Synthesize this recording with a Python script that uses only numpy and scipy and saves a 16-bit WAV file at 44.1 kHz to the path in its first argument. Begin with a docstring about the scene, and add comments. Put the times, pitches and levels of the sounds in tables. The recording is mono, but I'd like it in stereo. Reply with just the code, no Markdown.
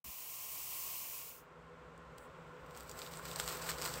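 """An aerated tap hisses into a bathroom basin, its splash and foam a broadband noise, and fades away.
The steady room drone, probably a fan, grows louder as the recorder's automatic gain recovers after it.
Fingers then turn a ball wrapped in thin plastic film close to the microphone: the film rustles,
crackles in clumps and snaps as creases buckle. The small hard room answers it briefly."""
import sys
import numpy as np
from scipy import signal
from scipy.fft import rfft, irfft, next_fast_len
from scipy.io import wavfile
from scipy.ndimage import map_coordinates

SR = 44100
rng = np.random.default_rng(int(sys.argv[2]) if len(sys.argv) > 2 else 0)


def generate_wav(signal):
    """Clip the signal to [-1, 1] and save it as 16-bit WAV at the path in sys.argv[1]."""
    frames = np.transpose(np.atleast_2d(signal))
    scaled = np.clip(frames, -1, 1) * 32767
    pcm = np.round(scaled).astype(np.int16)
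    wavfile.write(sys.argv[1], SR, pcm)


N = 176400
TIME_S = np.arange(N) / SR


def amp(db):
    """The decibel scale: 20 dB is a tenfold amplitude."""
    return 10 ** (np.asarray(db) / 20)

def unit(x):
    """Normalisation to rms 1."""
    return x / np.sqrt(np.mean(x ** 2) + 1e-20)

def curve(rows):
    """Linear interpolation of (time_s, value) rows at every sample."""
    return np.interp(TIME_S, *np.transpose(rows))

def wobble(knots_per_s):
    """Slow random modulation: a spline through Gaussian knots."""
    knots = rng.standard_normal(int(N * knots_per_s / SR) + 4)
    return map_coordinates(knots, [TIME_S * knots_per_s])

def colour(spectrum, hz, resonances=()):
    """Magnitude response: a broad spectrum and its resonances add in power."""
    knot_hz, knot_db = np.transpose(spectrum)
    power = amp(np.interp(np.log(hz + 1), np.log(knot_hz + 1), knot_db)) ** 2
    for centre_hz, width_hz, gain_db in resonances:
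        power += amp(gain_db) ** 2 / (1 + ((hz - centre_hz) / width_hz) ** 2) ** 2
    return np.sqrt(power)

def shaped(x, spectrum, resonances=()):
    """Minimum-phase filtering: folding the cepstrum makes the response causal."""
    size = 2 * next_fast_len(len(x) * 5 // 8, True)
    gain = colour(spectrum, np.fft.rfftfreq(size, 1 / SR), resonances)
    cepstrum = irfft(np.log(gain + 1e-9))
    cepstrum[1:size // 2] *= 2
    cepstrum[size // 2 + 1:] = 0
    return irfft(rfft(x, size) * np.exp(rfft(cepstrum)))[:len(x)]

def noise(spectrum, resonances=()):
    """Source and filter: white noise takes on a spectrum, at rms 1."""
    return unit(shaped(rng.standard_normal(N), spectrum, resonances))

def grains(per_s, low_hz, high_hz, decay_cycles, spread_db):
    """Shot noise: tiny damped oscillations add at random times, pitches and strengths."""
    when, pitch, weakness, phase = rng.random((int(per_s * N / SR), 4)).T[:, :, None]
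    hz = low_hz + (high_hz - low_hz) * pitch
    age = np.arange(64)
    cycles = hz * age / SR
    gain = amp(-spread_db * np.log(.05 + weakness)) * np.sqrt(hz)
    rings = gain * np.exp(-cycles / decay_cycles) * np.sin(2 * np.pi * (cycles + phase))
    samples = (when * N).astype(int) + age
    return unit(np.bincount(samples.ravel(), rings.ravel(), minlength=N)[:N])

def puffs(rows, spectrum):
    """Amplitude modulation: half-cosine envelopes cut short puffs from coloured noise."""
    envelope = sum(amp(level_db) * np.cos(np.pi * np.clip((TIME_S - centre_s) / length_s, -.5, .5))
                   for centre_s, length_s, level_db in rows)
    return envelope * noise(spectrum)


def reverberation(x, t60_s=0.11, delay_s=0.0026, gain_db=-10.5):
    """Diffuse reflections from basin and walls decay exponentially."""
    t = np.arange(SR // 2) / SR
    tail = rng.standard_normal(len(t)) * amp(-60 * t / t60_s) * (t > delay_s)
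    return amp(gain_db) * signal.fftconvolve(x, tail / np.linalg.norm(tail))[:N]


# Steady air noise, heard louder as the recorder's gain recovers: time_s, level_db
AIR_LEVEL = [(.9, -113), (1.1, -66.5), (1.27, -64), (1.42, -59), (1.6, -57.5), (2.2, -55), (2.7, -53.5),
             (3.1, -52), (3.5, -48.5), (4.0, -47)]
# Its broad spectrum: frequency_hz, gain_db
AIR_SPECTRUM = [(25, -20), (60, -5.5), (125, -7), (200, -17.5), (300, -8.5), (420, -4), (720, -8.5),
                (1050, -4.5), (1450, -11.5), (1750, -12), (3000, -20), (4700, -29.5), (6400, -33),
                (7800, -30), (10200, -47), (13500, -43), (15700, -53)]
# Narrow peaks in the drone, among them its low hum: centre_hz, width_hz, gain_db
DRONE_RESONANCES = [(63, 8.2, 5), (144.6, 15.2, 2.5), (167, 6.4, 3), (243.3, 19.7, -3), (414, 10, 0.5),
                    (458, 4.9, 0.5), (496.3, 12, 6.5), (551.6, 18, 0), (635, 10, -2.5), (1060, 41, -1),
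                    (1385, 114, -3.5)]
# Steady motor hum, heard louder as the recorder's gain recovers: time_s, level_db
HUM_LEVEL = [(.9, -100), (1.3, -82), (1.6, -64.5), (2.0, -67.5), (3.0, -65), (3.6, -59)]

def drone(hum_hz=165.1, waver_db=2.5):
    """Air noise carries the drone's narrow peaks; a motor hum wavers in amplitude and phase."""
    air = noise(AIR_SPECTRUM, DRONE_RESONANCES)
    waver = amp(waver_db * wobble(6.86))
    phase = 2 * np.pi * hum_hz * TIME_S + 0.43 * wobble(4.96)
    hum = unit(waver * np.sin(phase))
    return amp(curve(AIR_LEVEL)) * air + amp(curve(HUM_LEVEL)) * hum


# A fingertip slides on the film: centre_s, length_s, level_db
FINGER_SLIDES = [(2.182, 0.01, -63), (2.23, 0.11, -69.5)]
# Its bright spectrum: frequency_hz, gain_db
SLIDE_SPECTRUM = [(1000, -19), (6000, -23), (8000, 5), (10300, -8), (13500, -8), (16000, -4)]
# Fingers shift on the ball: centre_s, length_s, level_db
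FINGER_RUBS = [(2.93, 0.092, -57), (3.91, 0.19, -57)]
# Their dull spectrum: frequency_hz, gain_db
RUB_SPECTRUM = [(25, -23), (65, 11), (160, 3), (220, -7), (450, 11), (1000, -16), (1500, -4), (3000, -40)]

def finger_friction():
    """Sliding friction makes brief noise: bright on the film, dull on the ball."""
    return puffs(FINGER_SLIDES, SLIDE_SPECTRUM) + puffs(FINGER_RUBS, RUB_SPECTRUM)


# How hard the fingers work the film: time_s, relative_db
HANDLING_LEVEL = [(1.0, -120), (2.1, -99), (2.3, -86), (2.64, -80.5), (2.73, -68), (2.775, -58.5),
                  (2.85, -65.5), (2.91, -58.5), (2.945, -60.5), (3.0, -51.5), (3.1, -58.5), (3.16, -53),
                  (3.225, -61), (3.265, -51.5), (3.345, -55), (3.38, -49.5), (3.405, -45), (3.475, -52.5),
                  (3.487, -45), (3.6, -53.5), (3.67, -47), (3.7, -43.5), (3.73, -48.5), (3.77, -55.5),
                  (3.865, -43), (3.915, -49.5), (4.0, -50)]
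# Spectrum of the film, for crinkles and snaps alike: frequency_hz, gain_db
FILM_SPECTRUM = [(100, -41), (400, -0.5), (1100, 3), (2000, -0.5), (3200, -2.5), (4700, -0.5), (6500, -5.5),
                 (7900, 2.5), (9300, -7.5), (10400, -15), (12000, -7.5), (14000, -2.5), (15700, -3)]

def film_crinkle(flutter_db=1.8, gain_db=-1.5):
    """Impulsive crackle and continuous rustle share one envelope, set by the fingers."""
    clicks = grains(per_s=1800, low_hz=710, high_hz=14700, decay_cycles=0.87, spread_db=2.2)
    crackle = unit(shaped(clicks, FILM_SPECTRUM))
    rustle = noise(FILM_SPECTRUM)
    envelope = amp(curve(HANDLING_LEVEL) + gain_db + flutter_db * wobble(110))
    return envelope * (crackle + rustle)


# Single creases giving way: start_s, relative_db, centre_hz, half_width_octaves
CREASE_SNAPS = [(1.978, -54, 7760, 0.53), (2.183, -42, 4620, 1.5), (2.663, -54, 7000, 1.5),
                (2.709, -49, 5000, 1), (2.749, -46.5, 4000, 0.75), (2.7655, -44, 8000, 1.4),
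                (2.774, -37, 7900, 1.6), (2.7995, -45, 7000, 1.2), (2.807, -38, 8100, 2),
                (2.833, -44, 13000, 0.72), (2.8951, -35, 6760, 0.72), (2.914, -35.5, 7000, 0.78),
                (2.991, -34, 7500, 1.1), (3.018, -31.5, 3300, 0.78), (3.064, -37, 3660, 0.28),
                (3.074, -39, 4300, 1.2), (3.137, -37.5, 3900, 0.45), (3.172, -35.5, 5600, 0.71),
                (3.195, -31.5, 1110, 0.44), (3.254, -35, 4500, 1.7), (3.295, -46, 6000, 1.6),
                (3.314, -32.5, 3260, 1.3), (3.36, -26.5, 5400, 1.1), (3.3885, -33, 5000, 0.76),
                (3.3989, -21.5, 3000, 1.4), (3.4001, -25.5, 5370, 1.2), (3.407, -34, 7000, 0.83),
                (3.44, -38, 4200, 1.1), (3.462, -34, 7500, 1.2), (3.4778, -24.5, 4840, 1.5),
                (3.486, -32, 5070, 1.2), (3.501, -36, 4000, .9), (3.624, -39, 7600, 0.64),
                (3.691, -26.5, 1900, 1.3), (3.695, -29, 5500, 1.3), (3.7002, -32, 3400, 1.7),
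                (3.706, -29.5, 4200, 1.4), (3.716, -30, 2700, 1.1), (3.784, -34.5, 5200, .7),
                (3.8158, -29, 5200, 0.93), (3.8215, -26, 6900, 2.5), (3.831, -32.5, 5000, .7),
                (3.8525, -27.5, 3650, 0.78), (3.858, -30.5, 3800, 0.9), (3.8612, -31, 6000, 1.8),
                (3.876, -30, 5560, 1.3), (3.892, -33, 7000, 1), (3.9398, -29, 4100, 1.1),
                (3.957, -38, 7000, 1)]

def film_snaps(crack_t60_s=0.0061, shiver_t60_s=0.035, shiver_db=-21, gain_db=-23):
    """Buckling: a crease gives a sharp crack, then a shiver as the film around it settles."""
    out = np.zeros(N + SR)
    t = np.arange(2048) / SR
    hz = np.fft.rfftfreq(len(t), 1 / SR)[1:]
    decay = amp(-60 * t / crack_t60_s) + amp(shiver_db - 60 * t / shiver_t60_s)
    for start_s, relative_db, centre_hz, half_width_octaves in CREASE_SNAPS:
        band = 1 / (1 + (np.log2(hz / centre_hz) / half_width_octaves) ** 2)
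        response_db = 20 * np.log10(band * colour(FILM_SPECTRUM, hz))
        burst = rng.standard_normal(len(t)) * decay
        snap = unit(shaped(burst, np.column_stack([hz, response_db])))
        out[round(start_s * SR):][:len(t)] += amp(relative_db + gain_db) * snap
    return out[:N]


# Low bumps as the water starts: centre_s, length_s, level_db
ONSET_BUMPS = [(.056, 0.028, -59.5), (.092, 0.058, -58.5)]
# Their spectrum: frequency_hz, gain_db
BUMP_SPECTRUM = [(25, -15), (60, -3), (130, -5), (260, -13), (500, -21.5), (2000, -78)]

def water_onset():
    """Onset transients: two puffs of low noise mark the start of the flow."""
    return puffs(ONSET_BUMPS, BUMP_SPECTRUM)


def water_noise(spectrum, resonances=(), fizz_db=-6.5):
    """Superposition: smooth hiss and grainy fizz pass through one filter, at rms 1."""
    fizz = grains(per_s=3000, low_hz=900, high_hz=17400, decay_cycles=1.8, spread_db=2.5)
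    return unit(shaped(rng.standard_normal(N) + amp(fizz_db) * fizz, spectrum, resonances))


# Rise and fall of the tap's hiss: time_s, level_db
TAP_LEVEL = [(.043, -45.5), (.25, -44.5), (.5, -42.5), (.87, -41), (1.03, -42), (1.19, -43.5), (1.3, -47.5),
             (1.4, -58), (1.44, -76), (1.52, -115)]
# Spectrum of the jet's splash: frequency_hz, gain_db
SPLASH_SPECTRUM = [(30, -26), (62, -4.5), (90, -18), (135, -7.5), (220, -18), (560, -11.5), (800, -10.5),
                   (1250, -17), (1700, -19), (2400, -7.5), (2900, -7.5), (3700, -16.5), (8000, -36)]
# The basin rings under the jet: centre_hz, width_hz, gain_db
BASIN_RESONANCE = [(1064, 92, -3)]
# Spectrum of the foam's sizzle: frequency_hz, gain_db
SIZZLE_SPECTRUM = [(2000, -51), (4100, -14), (5500, -10), (7800, -8), (10300, -10), (12300, -10.5),
                   (13500, -2.5), (14700, -1.5)]
# Lift of the sizzle as foam gathers: time_s, relative_db
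FOAM_LIFT = [(.3, 0), (.92, 1), (1.3, 0)]

def tap(start_s=0.043, splash_db=-13):
    """Forced resonance: the splashing jet drives the basin, while its foam sizzles above it."""
    splash = amp(splash_db + 0.45 * wobble(20.2)) * water_noise(SPLASH_SPECTRUM, BASIN_RESONANCE)
    sizzle = amp(curve(FOAM_LIFT) + 0.41 * wobble(31.3)) * water_noise(SIZZLE_SPECTRUM)
    return (splash + sizzle) * amp(curve(TAP_LEVEL)) * (TIME_S > start_s)


def scene():
    """Sound pressures add at one microphone, heard in both ears; only the film reverberates."""
    film = film_crinkle() + film_snaps() + finger_friction()
    mono = tap() + water_onset() + drone() + film + reverberation(film)
    return np.array([mono, mono])

def record(dry, cutoff_hz=15800, edge_hz=300):
    """Band limiting: a low-pass filter with a raised-cosine edge removes the highest treble."""
    size = next_fast_len(N + SR // 2)
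    hz = np.fft.rfftfreq(size, 1 / SR)
    ramp = np.clip((cutoff_hz - hz) / edge_hz + .5, 0, 1)
    return irfft(rfft(dry, size) * np.sin(ramp * np.pi / 2) ** 2, size)[:, :N]


dry = scene()
out = record(dry)
generate_wav(out)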